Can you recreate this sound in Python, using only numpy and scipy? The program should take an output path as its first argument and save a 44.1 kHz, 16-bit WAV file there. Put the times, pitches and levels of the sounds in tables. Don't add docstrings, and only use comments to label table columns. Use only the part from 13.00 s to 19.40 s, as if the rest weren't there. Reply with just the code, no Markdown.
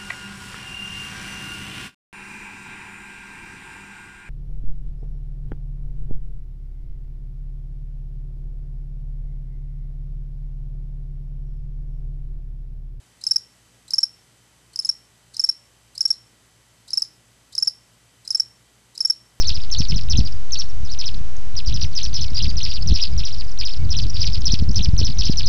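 import sys
import numpy as np
from scipy import signal
from scipy.fft import rfft, irfft
from scipy.io import wavfile

SR = 44100
rng = np.random.default_rng(int(sys.argv[2]) if len(sys.argv) > 2 else 0)


def linear_from_db(decibels):
    return 10 ** (np.asarray(decibels, float) / 20)


def digitize_waveform(pressure):
    field = np.atleast_2d(pressure).T
    bounded = np.clip(field, -1, 1)
    quanta = np.round(bounded * 32767).astype(np.int16)
    wavfile.write(sys.argv[1], SR, quanta)


N = 282240


def band(x, low_hz, high_hz, order=2):
    return signal.sosfilt(signal.butter(order, [low_hz, high_hz], "band", fs=SR, output="sos"), x)


def rms_one(x):
    return x / np.sqrt(np.mean(x ** 2) + 1e-20)


def drift(rate_hz):
    r = np.exp(-2 * np.pi * rate_hz / SR)
    settled = signal.lfilter([1], [1, -2 * r, r * r], rng.standard_normal(N + SR))[SR:]
    return rms_one(settled)


def add(track, s, sound):
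    at = round(s * SR)
    track[at:at + len(sound)] += sound


def tone(hz, db):
    phase = 2 * np.pi * np.cumsum(hz * np.ones(N)) / SR + rng.uniform(0, 7.1)
    return np.sqrt(2) * linear_from_db(db) * np.sin(phase)


# f/Hz, level/dB per Hz
HISS = [(15, -45), (25, -17), (120, -6), (168, -7.5), (465, -12.5), (1810, -15.5), (1950, -15.5),
        (2540, -16.5), (3040, -16), (3290, -17), (7200, -18.5), (7790, -19.5), (12800, -25), (16600, -63.5),
        (22000, -120)]
HISS_DB, QUIET_CUT_HZ = -59, 12800


def hiss():
    hz = np.maximum(np.arange(N // 2 + 1) * SR / N, 1)
    point_hz, point_db = np.transpose(HISS)
    colour = linear_from_db(np.interp(np.log(hz), np.log(point_hz), point_db)) * (hz < QUIET_CUT_HZ)
    return linear_from_db(HISS_DB) * rms_one(irfft(rfft(rng.standard_normal(N)) * colour, N))


# f/Hz, rms level/dB, wobble/Hz
HUM = [(58.44, -69, .03), (116.9, -80, .05), (120.0, -67, .01), (175.3, -77, .15), (236, -82, 1.5)]
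# t/s, f/Hz, rms level/dB
MOTOR = [(0, 110.6, -70), (1.4, 111.4, -71.5), (2.6, 111.7, -70.5), (3.8, 111.6, -68.5), (5.0, 112.3, -69),
         (6.4, 114, -71)]


def hum():
    s, motor_hz, motor_db = np.transpose(MOTOR)
    t = np.arange(N) / SR
    steady = sum(tone(hz + wobble * drift(0.81), db + 1.3 * drift(3.4)) for hz, db, wobble in HUM)
    return steady + tone(np.interp(t, s, motor_hz), np.interp(t, s, motor_db))


# f/Hz, rms level/dB
WHINE = [(1953.2, -76), (4882.8, -81), (6199.6, -79.5), (6836.4, -85), (7735.5, -76.5), (7919, -79),
         (8277.7, -83), (8397.7, -85.5), (8757.9, -84.5), (8791, -90), (8997.6, -91), (9117.6, -81.5),
         (9238, -83.5), (9357.4, -77.5), (9765.6, -88)]
# multiple of its rate, rms level/dB
WHIRR = [(2, -74.5), (3, -79), (4, -76), (5, -72)]
WHIRR_HZ = 1535.1


def whine():
    speed_hz = WHIRR_HZ * (1 + 0.0013 * drift(25))
    electronics = sum(tone(hz, db) for hz, db in WHINE)
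    return electronics + sum(tone(k * speed_hz, db) for k, db in WHIRR)


# level/dB, t60/s, build-up/s, top f/Hz
ROOM = [
    (-17.5, 0.16, .012, 7000),
    (-23, 0.33, 0.014, 7100),
]


def room(x):
    t = np.arange(round(.6 * SR)) / SR
    response = 0
    for db, t60, build_up, top_hz in ROOM:
        tail = rng.standard_normal(len(t)) * linear_from_db(-60 * t / t60) * np.clip(t / build_up, 0, 1) ** 2
        unit_energy = tail / np.sqrt(np.sum(tail ** 2))
        response = response + linear_from_db(db) * band(unit_energy, 2500, top_hz, order=1)
    return signal.fftconvolve(x, response)[:N]


# t/s, length/ms, time to crest/ms, crest level/dB
STROKES = [(0.2663, 13.1, 0.6, -12.0), (0.3098, 15.3, 5.2, -8.4), (0.935, 14.5, 3.6, -10.8),
           (0.9818, 11.6, 4.5, -8.7), (1.7897, 12.6, 0.1, -13.8), (1.8475, 11.9, 0.1, -17.0),
           (2.3945, 13.6, 3.0, -11.3), (2.4382, 14.6, 5.7, -9.0), (3.0067, 13.7, 2.5, -9.4),
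           (3.0527, 11.9, 5.1, -9.2), (3.9324, 11.0, 0.1, -13.8), (3.973, 15.4, 4.4, -9.9),
           (4.5792, 13.9, 2.4, -12.2), (4.6239, 12.9, 4.8, -9.4), (5.3047, 13.1, 0.1, -13.0),
           (5.3467, 14.2, 5.3, -9.1), (6.0047, 14.4, 3.3, -11.5), (6.0484, 13.4, 5.9, -8.8)]
# t/s, length/ms, time to crest/ms, crest level/dB, braking (1 = usual)
LAST_STROKES = [
    (0.3589, 13.0, 5.8, -8.0, 3.5),
    (1.0299, 13.6, 5.7, -8.9, .8),
    (1.89, 12.7, 3.5, -9.1, .72),
    (2.489, 13.1, 5.3, -8.6, .9),
    (3.1038, 13.5, 5.6, -8.7, .85),
    (4.0204, 8.6, 2.0, -11.0, 2.6),
    (4.6726, 18.0, 5.7, -9.7, .95),
    (5.3972, 11.7, 4.9, -8.7, 1.05),
    (6.0982, 13.5, 5.9, -8.0, .85),
]
# flick t/s, length/ms, crest level/dB, lift f/Hz, lift level/dB
FLICKS = [
    (0.2379, 4.6, -21, 4410, -37),
    (0.9062, 4.3, -21.5, 4270, -37),
    (1.7588, 5.2, -20, 4450, -46.5),
    (2.3667, 3.7, -21.5, 4500, -41),
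    (2.978, 5.2, -21, 4770, -35.5),
    (3.9049, 3.4, -25, 4350, -38),
    (4.551, 4.5, -21, 4040, -37.5),
    (5.2761, 4.6, -21.5, 4340, -39),
    (5.977, 4.4, -22.5, 4320, -38),
]
FULL_EFFORT_DB, FULL_PITCH_HZ, PITCH_HZ_PER_DB = -8, 5527.6, 28.5
SAG_HZ, SAG_HZ_PER_CREST_MS, SAG_HZ_PER_DB, FLICK_SAG_HZ = 8.3, .8, 0.72, 13
STALL_HZ_PER_MS, FULL_RUN_UP_MS = 17, 6


def crest_pitch(db):
    return FULL_PITCH_HZ + PITCH_HZ_PER_DB * (db - FULL_EFFORT_DB)


def full_stroke(s, length, crest, db, braking=1):
    sag_hz = SAG_HZ + SAG_HZ_PER_CREST_MS * crest + SAG_HZ_PER_DB * (db - FULL_EFFORT_DB)
    stall_hz = STALL_HZ_PER_MS * (braking - 1) * (FULL_RUN_UP_MS - crest)
    return s, length, crest, db, crest_pitch(db) - stall_hz, braking * sag_hz


def chirps():
    rows = []
    for flick, second, third, last in zip(FLICKS, STROKES[::2], STROKES[1::2], LAST_STROKES):
        s, length, db = flick[:3]
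        first = (s, length, 0, db, crest_pitch(db), FLICK_SAG_HZ)
        rows.append([first, full_stroke(*second), full_stroke(*third), full_stroke(*last)])
    return rows


def lifts():
    out, rough, wobble = np.zeros(N), drift(500), drift(300)
    scratch = rms_one(band(rng.standard_normal(N), 4300, 10500))
    ms = np.arange(0, 28, 1000 / SR)
    for flick_s, _, _, top_hz, db in FLICKS:
        s = flick_s - .0275
        here = slice(round(s * SR), round(s * SR) + len(ms))
        hz = top_hz - 1000 * np.exp(-ms / 2.6) - 12 * ms + 110 * wobble[here]
        phase = 2 * np.pi * np.cumsum(hz) / SR
        shape = (1 - np.exp(-ms / 2.5)) * np.exp(-(ms / 8.7) ** 2)
        timbre = np.sin(phase) + linear_from_db(-7) * np.sin(2 * phase) + linear_from_db(-11) * scratch[here]
        add(out, s, linear_from_db(db + 1.5 * rough[here]) * shape * timbre)
    return out


# t from that stroke/ms,
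# upper partial level/dB at full effort, upper partial f/Hz, lower partial level/dB
OPENINGS = [
    (-23, -40.5, 7700, -42),
    (-18, -48.5, 6900, -42),
    (-22, -35.5, 7150, -41.5),
    (-21.5, -36.5, 7450, -42),
    (26, -48, 6700, -44.5),
]
OPENING_FOLLOWS = .8
OPENING_SCATTER_DB, OPENING_SCATTER_HZ = 3, 129.8


def openings():
    out = np.zeros(N)
    rough, wobble, white = drift(600), drift(400), rng.standard_normal(N)
    low, broad = rms_one(band(white, 3920, 5300)), rms_one(band(white, 6000, 9300))
    ms = np.arange(-12, 22, 1000 / SR)
    for chirp in chirps():
        for stroke, (offset_ms, upper_db, upper_hz, lower_db) in zip(chirp + chirp[-1:], OPENINGS):
            s = stroke[0] + offset_ms / 1000
            here = slice(round(s * SR), round(s * SR) + len(ms))
            chance = rng.standard_normal(3)
            upper_db += OPENING_FOLLOWS * (stroke[3] - FULL_EFFORT_DB) + OPENING_SCATTER_DB * chance[0]
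            arch = 1.03 - 0.078 * np.tanh((ms / 2.2) ** 2) + 0.051 * wobble[here]
            phase = 2 * np.pi * np.cumsum((upper_hz + OPENING_SCATTER_HZ * chance[1]) * arch) / SR
            upper = linear_from_db(upper_db + 1.3 * rough[here]) * np.exp(-(ms / 3.6) ** 2) * np.sin(phase)
            grain = low[here] * np.exp(-((ms - 5.5) / 8.9) ** 2)
            grain += linear_from_db(-5.5) * broad[here] * np.exp(-((ms - .6) / 6) ** 2)
            grain_db = lower_db + OPENING_SCATTER_DB * chance[2] - 7 + 3.1 * rough[here]
            add(out, s - .012, upper + linear_from_db(grain_db) * grain)
    return out


# multiple of the clock, level/dB
CLOCK_MIX = [(-1, -35.5), (1, -38.5), (-2, -48), (2, -53)]
CLOCK_HZ = 3906.25
JOLT_DB, CATCH_JOLT_DB = 2.5, 3


def closing_strokes():
    out, rasps, mixed = np.zeros((3, N))
    flutter, wobble, scrape = drift(350), drift(500), band(rng.standard_normal(N), 4160, 9300)
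    strokes = [stroke for chirp in chirps() for stroke in chirp]
    for s, length, crest, crest_db, crest_hz, sag_hz in strokes:
        ms = np.arange(round((length + 6) * SR / 1000)) * 1000 / SR
        here = slice(round(s * SR), round(s * SR) + len(ms))
        before = np.clip(1 - ms / max(crest, .1), 0, 1)
        sag = sag_hz * np.clip(ms - crest, 0, None) ** 1.8
        hz = crest_hz - 125 * crest * before ** 3.9 - sag
        hz = np.maximum(hz, 4850)
        hz += 1700 * np.exp(-(ms / 0.6) ** 2) + 25 * wobble[here]
        phase = 2 * np.pi * np.cumsum(hz) / SR

        attack = (1 - np.exp(-(ms / .59) ** 2)) * (1 - .15 * np.exp(-ms / .64))
        release = linear_from_db(-5.8 * np.clip(ms - length + 1.1, 0, None))
        envelope = attack * release
        no_run_up = np.exp(-crest / .8)
        level_db = crest_db - .65 * crest * before ** 1.5 - 7.9 * (np.abs(sag) / 400) ** 1.23
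        level_db += .35 * flutter[here] + JOLT_DB * no_run_up * np.exp(-ms / 1.8)
        add(out, s, envelope * linear_from_db(level_db) * np.sin(phase))

        overtone = linear_from_db(0.17 * level_db - 31.5 + 0.99 * wobble[here]) * np.sin(2 * phase)
        overtone *= (1 - np.exp(-(ms / 1.1) ** 2)) * release / (1 + np.exp((4900 - hz) / 70))
        catch = linear_from_db(-28 + CATCH_JOLT_DB * no_run_up) * np.exp(-ms / 2.5)
        catch += linear_from_db(-33.5) * np.exp(-((ms - length + 0.5) / 0.9) ** 2)
        rasp_db = 0.28 * crest_db + 5.5 * np.tanh(.7 * flutter[here]) + 1.5 * rng.standard_normal()
        rasp = linear_from_db(rasp_db) * (catch + linear_from_db(-45.5) * release)
        add(rasps, s, envelope * overtone + rasp * scrape[here])

        clock = 2 * np.pi * CLOCK_HZ * (ms / 1000 + s)
        shifted = sum(linear_from_db(db) * np.sin(phase + k * clock) for k, db in CLOCK_MIX)
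        add(mixed, s, envelope * linear_from_db(1.223 * level_db + 2) * shifted)
    return out, rasps, mixed


def scene():
    song, rasps, mixed = closing_strokes()
    wing_edge = signal.butter(6, 4040, "high", fs=SR, output="sos")
    song, rasps = signal.sosfilt(wing_edge, [song, rasps + openings() + lifts()])
    wet = room(song + linear_from_db(9) * rasps)
    return (song + rasps + wet + mixed + hum() + whine() + hiss())[None]


def roll_off(x):
    return signal.sosfilt(signal.butter(12, 13690, fs=SR, output="sos"), x)


def record(dry):
    low_pass = signal.ellip(10, .3, 70, 12900, fs=SR, output="sos")
    mix = signal.sosfilt(low_pass, dry)
    return roll_off(mix)


dry = scene()
out = record(dry)
digitize_waveform(out)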